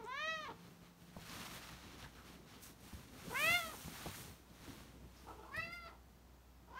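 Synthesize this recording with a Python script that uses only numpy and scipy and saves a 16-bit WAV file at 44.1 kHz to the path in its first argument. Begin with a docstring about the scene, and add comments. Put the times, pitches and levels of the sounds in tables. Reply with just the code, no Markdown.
"""A cat meows in a small room, four times in all: a throaty trill opens into a clear arch of pitch and
closes roughly; the last call is still rising as the sound ends. Its voice is the harmonics of the vocal
folds, shaped by mouth and throat resonances. Soft fabric rustles by friction close to the microphone
and shakes the camera, among dull bumps of handling and steps. An appliance hums faintly behind it all."""
import sys
import numpy as np
from scipy import signal
from scipy.fft import rfft, irfft, next_fast_len
from scipy.io import wavfile
from scipy.ndimage import map_coordinates

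SR = 44100
rng = np.random.default_rng(int(sys.argv[2]) if len(sys.argv) > 2 else 0)


def generate_wav(signal):
    """Clip the signal to [-1, 1] and save it as 16-bit WAV at the path in sys.argv[1]."""
    frames = np.transpose(np.atleast_2d(signal))
    scaled = np.clip(frames, -1, 1) * 32767
    pcm = np.round(scaled).astype(np.int16)
    wavfile.write(sys.argv[1], SR, pcm)


N = 299439


def amp(db):
    """Amplitude ratio of a level in decibels."""
    return 10 ** (np.asarray(db) / 20)


def unit_rms(x):
    """Normalisation to an rms of 1."""
    return x / np.sqrt(np.mean(x ** 2) + 1e-20)


def at_hz(points, hz):
    """Interpolation of (frequency, value) points on a logarithmic frequency axis."""
    freqs, values = np.transpose(points)
    return np.interp(np.log(hz + 1), np.log(freqs + 1), values)


def curves(rows, t):
    """Linear interpolation of each column after the first, at the times t."""
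    times, *columns = np.transpose(rows)
    return [np.interp(t, times, column) for column in columns]


def wobble(rate, t):
    """Smooth random modulation: a spline through `rate` Gaussian knots a second."""
    place = (t - t[0]) * rate
    return map_coordinates(rng.standard_normal(int(place[-1]) + 4), [place], mode="nearest")


def filtered(x, response):
    """Linear filtering: the spectrum of x times a frequency response."""
    size = next_fast_len(len(x) + 8192)
    return irfft(rfft(x, size) * response(np.fft.rfftfreq(size, 1 / SR)), size)[:len(x)]


def coloured(x, spectrum):
    """Spectral shaping of x, at an rms of 1."""
    return unit_rms(filtered(x, lambda hz: amp(at_hz(spectrum, hz))))


def add(track, start_s, sound):
    """Superposition of a sound on a track."""
    part = track[max(round(start_s * SR), 0):][:len(sound)]
    part += sound[:len(part)]


# spectrum of the room air: (frequency [Hz], relative density [dB])
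AIR_SPECTRUM = [(20, -32), (40, -9.5), (80, -1.5), (130, -14), (310, -14.5), (480, -16.5), (900, -14),
                (2100, -24), (6200, -28), (8000, -30.5), (10400, -34.5), (12000, -30), (15500, -30)]
# strength of the two steady tones: (time [s], hum level [dB], drone level [dB])
HUM_LEVELS = [(0, -75, -76.5), (.6, -80, -65), (1.9, -64, -66.5), (2.8, -70.5, -75.5), (4.5, -70, -83),
              (5.05, -62, -85), (5.5, -64.5, -91), (6.79, -65, -78)]
def background(t, air_db=-68, hum_hz=61, drone_hz=172):
    """Amplitude and phase modulation: an appliance hum and a room drone waver over the noise of air."""
    hum_db, drone_db = curves(HUM_LEVELS, t)
    hum = amp(hum_db + wobble(15, t)) * np.sin(2 * np.pi * hum_hz * t + 0.14 * wobble(19, t))
    drone = amp(drone_db + 3 * wobble(10, t)) * np.sin(2 * np.pi * drone_hz * t + wobble(13, t))
    air = amp(air_db) * coloured(rng.standard_normal(N), AIR_SPECTRUM)
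    return np.sqrt(2) * (hum + drone) + air


# reverberation time of the room: (frequency [Hz], time to fall 60 dB [s])
ROOM_T60 = [(150, 0.39), (1500, 0.35), (5000, 0.25), (14000, 0.055)]
def room(x, wet_db=0, walls_db=-12, tail_db=-16):
    """Reverberation: early reflections from floor and cupboards, and a diffuse exponential tail."""
    hz, t, noise = signal.stft(rng.standard_normal(SR // 2), SR, nperseg=256)
    decay = amp(-60 * t / at_hz(ROOM_T60, hz)[:, None])
    tail = signal.istft(noise * decay, SR, nperseg=256)[1]
    response = amp(tail_db) * tail / np.linalg.norm(tail)
    delays_s = rng.uniform(.004, .03, size=10)
    response[(delays_s * SR).astype(int)] += amp(walls_db) / np.sqrt(len(delays_s))
    return x + amp(wet_db) * signal.fftconvolve(x, response)[:len(x)]


# spectrum of handling noise: (frequency [Hz], relative density [dB])
RUMBLE_SPECTRUM = [(20, -32), (40, -7.5), (75, -3.5), (110, -1), (170, -1), (260, -2.5), (400, -9),
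                   (700, -17), (2000, -64)]
def handling(t, rub, moving_db=-56, resting_db=-71, follows=0.56, lump_db=3):
    """Structure-borne sound: the motion that rubs the fabric also shifts the hand on the camera."""
    level = np.hypot(amp(resting_db), amp(moving_db) * (rub / rub.max()) ** follows)
    return level * amp(lump_db * wobble(22, t)) * coloured(rng.standard_normal(N), RUMBLE_SPECTRUM)


# soft bumps and steps:
# (time [s], relative thud level [dB], relative knock level [dB], thud pitch [Hz], decay time [s])
CONTACTS = [(1.165, -44, -50, 172, 0.043), (1.186, -54, -56, 171, .06), (2.028, -52, -60.5, 62, 0.15),
            (2.061, -61, -59, 200, .08), (2.927, -45, -65, 66, 0.1), (3.5, -45.5, -55, 131.7, 0.085),
            (3.846, -45.5, -65, 163, 0.096), (3.879, -43, -50, 218, 0.025), (4.058, -64, -43.5, 209, .07),
            (4.065, -48, -52, 100, .14), (4.279, -51.5, -64, 89.6, 0.091), (4.608, -58, -65, 61, .047),
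            (4.678, -52, -65, 274, 0.15), (4.805, -53, -61, 160, 0.066), (5.572, -46, -61, 71.3, 0.12)]
# spectra of the two noises in a bump: (frequency [Hz], relative density [dB])
THUD_SPECTRUM = [(25, -29), (60, 3), (115, 5), (200, -1.5), (350, -15), (800, -37)]
KNOCK_SPECTRUM = [(120, 5.5), (300, 3), (600, -4), (1000, 5.5), (1400, -23), (2500, -52), (6000, -39)]
def bumps(noise_db=-1, tone_db=1, knock_db=4, push_db=8, push_s=0.000624, attack_s=0.0032):
    """Damped impact: a padded contact gives one pressure pulse, a dull knock and a low thud."""
    track, t = np.zeros(N), np.arange(SR // 4) / SR
    for start_s, low_db, mid_db, hz, decay_s in CONTACTS:
        u = t / push_s - 4  # time from the pulse's peak, in pulse widths
        push = amp(mid_db + push_db) * (1 - 2 * u ** 2) * np.exp(-u ** 2)
        body = amp(tone_db) * np.sin(2 * np.pi * hz * t)
        body += amp(noise_db) * coloured(rng.standard_normal(len(t)), THUD_SPECTRUM)
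        thud = amp(low_db - 30 * t / decay_s) * body * (1 - np.exp(-t / attack_s))
        knock = coloured(rng.standard_normal(len(t)), KNOCK_SPECTRUM)
        knock *= amp(mid_db + knock_db - 60 * t / decay_s)
        add(track, start_s, push + knock + thud)
    return track


# crisp ticks and brief swishes: (time [s], level [dB], centre [Hz], time to fall 60 dB [s])
SNAGS = [(0.041, -60, 7050, 0.018), (0.049, -57, 7140, 0.012), (0.06, -59, 7150, 0.012),
         (0.078, -66, 9500, 0.023), (0.503, -56, 3660, 0.037), (1.295, -48.5, 4330, 0.039),
         (1.982, -67, 6000, .02), (2.026, -49, 3530, 0.035), (2.04, -55, 1600, .12),
         (2.177, -61, 1330, .35), (4.143, -54, 1690, 0.093), (5.164, -68, 5330, 0.39),
         (5.563, -55, 4390, 0.059), (5.564, -57, 10100, 0.078)]
def ticks(width=0.39):
    """Transient excitation: each light snag or tap is a decaying noise burst in one broad resonance."""
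    track, t = np.zeros(N), np.arange(SR // 4) / SR
    for start_s, db, centre, t60 in SNAGS:
        band = lambda hz: 1 / (1 + ((hz / centre - 1) / width) ** 2) ** 2
        burst = unit_rms(filtered(rng.standard_normal(len(t)), band))
        add(track, start_s, burst * amp(db - 60 * t / t60))
    return track


# strokes of fabric: (time of fastest slide [s], length [s], relative rub [dB], relative fizz [dB])
FABRIC_STROKES = [(.42, .25, -67, -80), (0.637, 0.14, -68, -77), (.85, .1, -66.5, -78),
                  (1.03, .1, -71, -73), (1.392, 0.36, -52, -58.5), (1.555, 0.077, -55, -61),
                  (1.674, 0.18, -57, -66.5), (1.864, 0.25, -58.5, -72), (2.015, 0.097, -57, -66.5),
                  (2.168, 0.088, -63, -74), (2.29, .14, -61, -69), (2.52, .13, -60.5, -73),
                  (2.639, 0.036, -65, -53), (2.673, 0.089, -63.5, -61), (2.865, 0.13, -63, -63.5),
                  (2.974, 0.19, -62, -66), (3.251, 0.27, -57, -64.5), (3.46, 0.24, -51, -45),
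                  (3.685, 0.38, -59, -55), (4.004, 0.32, -53.5, -56.5), (4.175, .12, -57.5, -54),
                  (4.29, .12, -65.5, -66), (4.702, .3, -60, -65.5), (5.263, 0.11, -85, -72.5),
                  (5.593, 0.14, -65, -70.5), (5.738, 0.056, -74, -65.5)]
def sliding(t, rise_share=0.41, steepness=2.78, stir_rub_db=-76, stir_fizz_db=-81,
            settle_from_s=5.9, settle_db_per_s=25):
    """Friction noise grows with speed: rub and fizz envelopes, strokes added in power to a faint stir."""
    stir_db = 4 * wobble(9, t) - settle_db_per_s * np.maximum(t - settle_from_s, 0)
    rub, fizz = amp(stir_rub_db + stir_db), amp(stir_fizz_db + stir_db)
    for peak_s, length, rub_db, fizz_db in FABRIC_STROKES:
        side_s = length * np.where(t < peak_s, rise_share, 1 - rise_share)
        speed = 1 / (1 + np.abs((t - peak_s) / side_s) ** steepness)
        rub = np.hypot(rub, amp(rub_db) * speed)
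        fizz = np.hypot(fizz, amp(fizz_db) * speed)
    return rub, fizz


# spectra of the cloth's rub and the fibres' fizz: (frequency [Hz], relative density [dB])
RUB_SPECTRUM = [(200, -19), (470, -9.5), (750, -2), (1200, 0.5), (1700, -2), (2400, -3), (3600, -4.5),
                (4400, -5.5), (4900, -10), (5500, -8), (6500, -11.5), (8000, -18), (14000, -24)]
FIZZ_SPECTRUM = [(1000, -16), (3000, -6), (4400, -3.5), (4900, -5), (6000, 0.5), (7000, -1), (7700, -3),
                 (8600, 0.5), (9700, -0.5), (10400, -6), (11300, -1.5), (13300, -2.5), (15800, -5)]
def fabric(t, rub, fizz, gain_db=-1, grain_db=2):
    """Stick-slip friction: fibres catch and release, making dense tiny grains of noise."""
    catch_db = wobble(45, t)
    fibres = lambda: rng.standard_normal(N) * amp(grain_db * wobble(1500, t))
    rubbing = rub * amp(gain_db + catch_db) * coloured(fibres(), RUB_SPECTRUM)
    fizzing = fizz * amp(gain_db + catch_db / 2) * coloured(fibres(), FIZZ_SPECTRUM)
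    return rubbing + fizzing


def vocal_folds(t, pitch, rough, trill_hz=37, warble=0.055, jitter=0.0541, flicker_db=1.5):
    """Quasi-periodic vibration: slack folds beat unevenly, so trill and jitter bend 14 harmonics."""
    trill = rough * np.sin(2 * np.pi * trill_hz * t + wobble(22, t))
    pitch = pitch * (1 + warble * trill + jitter * rough * wobble(170, t) + 0.0027 * wobble(55.8, t))
    phase = 2 * np.pi * np.cumsum(pitch) / SR
    order = np.arange(1, 15)[:, None]
    partials = np.sin(order * phase + rng.uniform(0, 2 * np.pi, order.shape))
    partials *= amp(flicker_db * np.array([wobble(45.5, t) for _ in order]))
    return partials, order * pitch, phase, trill


def vocal_tract(hz, mouth_hz, mouth_width_hz, throat, bright_db, mouth_cutoff_hz=3150):
    """Formant filtering: each harmonic's gain through the mouth and the throat's bright resonances."""
    resonance = lambda centre, width: 1 / (1 + (2 * (hz - centre) / width) ** 2)
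    unit_power = lambda gain: gain / np.sqrt(np.sum(gain ** 2, 0) / 2)
    oral = resonance(mouth_hz, mouth_width_hz) / (1 + (hz / mouth_cutoff_hz) ** 20)
    oral[0] = 0  # the mouth carries only the overtones
    upper = sum(amp(db) * resonance(centre, width) ** 2 for centre, width, db in throat)
    return np.hypot(unit_power(oral), amp(bright_db) * unit_power(upper))


# rasp through a nearly closed mouth: (frequency [Hz], relative density [dB])
RASP_SPECTRUM = [(200, -41), (320, 2.5), (430, 0.5), (600, 2), (880, 3.2), (1150, -4.5), (1450, -0.5),
                 (1800, -29), (2800, -16), (6000, -47)]
def roughen(voice, t, phase, rough, rasp_db=-2, creak_db=3):
    """Turbulence at the folds gives each harmonic noise sidebands; at its roughest, rasp takes over."""
    sidebands = coloured(rng.standard_normal(len(t)), [(100, 0), (350, -4), (900, -20), (3000, -50)])
    voice = voice * (1 + (0.021 + .5 * rough) * sidebands)
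    puffs = rng.standard_normal(len(t)) * (1 + np.cos(phase)) * amp(creak_db * wobble(260, t))
    rasp = amp(rasp_db) * coloured(puffs, RASP_SPECTRUM)
    broken = rough ** 4
    return np.sqrt(1 - broken) * voice + np.sqrt(broken) * rasp


# how well the fundamental radiates: (pitch [Hz], gain [dB])
CHEST_RADIATION = [(430, 7), (470, -3.5), (520, -14.5), (590, -5), (640, 2.5), (710, 0)]
def meow(gesture, manner, throat, rough_span_hz=124.6, breaking_s=0.078, least_rough=0.022,
         edge_db_per_hz=.085, trill_depth=0.21, fade_s=.012):
    """Source and filter: the folds sound through a mouth resonance that rises as the jaw opens."""
    clear_hz, break_s, breadth, chest_db, edge_db = manner
    start, end = gesture[0][0], gesture[-1][0]
    t = max(start - fade_s, 0) + np.arange(SR) / SR
    pitch, level_db, mouth_hz = curves(gesture, t)
    # the voice is rough while its pitch is low, and again once it breaks
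    rough = np.maximum((clear_hz - pitch) / rough_span_hz, (t - break_s) / breaking_s)
    rough = np.clip(rough, least_rough, .98)
    # the fundamental and the bright edge swell less than the call as a whole
    effort_db = level_db - level_db.max()
    low_db = chest_db + 0.61 * effort_db + at_hz(CHEST_RADIATION, pitch) - level_db
    bright_db = edge_db + 0.66 * effort_db - level_db
    bright_db += edge_db_per_hz * (pitch - pitch.max())  # tighter folds snap shut harder
    mouth_width_hz = breadth * mouth_hz * amp(-0.19 * effort_db)  # wider as the call softens
    partials, hz, phase, trill = vocal_folds(t, pitch, rough)
    voice = np.sum(vocal_tract(hz, mouth_hz, mouth_width_hz, throat, bright_db) * partials, 0)
    voice += amp(low_db) * np.sqrt(2) * partials[0]
    voice = roughen(voice, t, phase, rough) * (1 + trill_depth * trill)
    flutter_db = np.sqrt(rough * (1 - rough)) * wobble(91.5, t)
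    gate = np.clip((t - start) / fade_s + 1, 0, 1) * np.clip((end - t) / fade_s + 1, 0, 1)
    return t[0], voice * gate * amp(level_db - flutter_db)


# course of each meow: (time [s], pitch [Hz], level [dB], mouth resonance [Hz])
MEOW_GESTURES = [
    [(0, 455, -56.5, 850), (.05, 432, -58, 820), (.085, 499.4, -49, 920), (.115, 511.3, -47, 1160),
     (.2, 603.5, -43.5, 1770), (.272, 638.7, -42, 1900), (.33, 645, -44.5, 1630), (.405, 619.5, -50, 1320),
     (.448, 593, -47, 1470), (.459, 526.5, -48, 1160), (.476, 552, -51, 1260), (.488, 448.5, -51.5, 932),
     (.518, 461, -50.5, 895)],
    [(3.305, 430.5, -56.5, 1030), (3.335, 476.6, -47, 955), (3.365, 527, -39, 1760),
     (3.408, 595.7, -37.5, 2120), (3.478, 660.5, -34.5, 2450), (3.555, 711.5, -35, 2010),
     (3.585, 707, -44, 1550), (3.61, 673, -46, 1570), (3.715, 616, -55.5, 1350), (3.745, 500, -51.5, 1197)],
    [(5.255, 425, -65.5, 900), (5.292, 424.5, -53.5, 988), (5.335, 415, -60, 980),
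     (5.37, 410.3, -65.5, 910), (5.45, 480.6, -56.5, 900), (5.512, 536.4, -62.5, 940),
     (5.545, 587, -46.5, 1760), (5.58, 648, -40.5, 1920), (5.635, 672, -51, 2370), (5.685, 680, -54, 1800),
     (5.735, 701, -50, 1700), (5.795, 687, -60, 1780), (5.88, 662.6, -54, 1610), (5.895, 520, -66, 1300),
     (5.935, 500, -62, 1103)],
    [(6.68, 460.3, -67, 900), (6.72, 469, -59, 890), (6.755, 504, -52.5, 1050), (6.785, 528, -46.5, 1420)],
]
# voicing of each meow: (pitch above which it clears [Hz], time it breaks [s],
# mouth bandwidth over centre [ratio], fundamental [dB], bright edge [dB], reverberation gain [dB])
MEOW_MANNERS = [(495, 0.446, 0.93, -52, -50, 2.6), (550, 3.665, 0.64, -44, -42, -0.7),
                (616, 5.835, 0.34, -56.5, -55.5, 8.5), (563, 7.1, 0.55, -59, -67, 2.5)]
# upper throat resonances, held through each meow: (centre [Hz], width [Hz], relative gain [dB])
THROAT_FORMANTS = [
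    [(3580, 1930, 6), (5980, 1600, -7.5), (8700, 790, -24)],
    [(3400, 930, -4), (4320, 1700, -12.5)],
    [(3670, 1450, -2.5), (4800, 1100, -3)],
    [(3150, 1100, -1), (4930, 3900, -6)],
]
# response of the path from cat to microphone: (frequency [Hz], gain [dB])
PATH_RESPONSE = [(400, 3.5), (650, -4), (880, 1.5), (1250, -0.5), (1750, -5), (2050, 0), (2700, 0),
                 (4000, 0.5), (8000, 2)]
def cat():
    """Room transmission: each call comes from a new place, so it has reflections of its own."""
    track = np.zeros(N)
    for gesture, (*manner, wet_db), throat in zip(MEOW_GESTURES, MEOW_MANNERS, THROAT_FORMANTS):
        start_s, call = meow(gesture, manner, throat)
        add(track, start_s, room(call, wet_db))
    return filtered(track, lambda hz: amp(at_hz(PATH_RESPONSE, hz)))


def scene():
    """Superposition: cat and ticks reverberate, the rest arrives direct; both channels are alike."""
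    t = np.arange(N) / SR
    rub, fizz = sliding(t)
    mono = cat() + room(ticks()) + fabric(t, rub, fizz) + handling(t, rub) + bumps() + background(t)
    return np.array([mono, mono])


def record(dry):
    """Band limiting: the camera passes nothing above its cutoff."""
    cutoff_hz = 15750
    return np.array([filtered(channel, lambda hz: hz < cutoff_hz) for channel in dry])


dry = scene()
out = record(dry)
generate_wav(out)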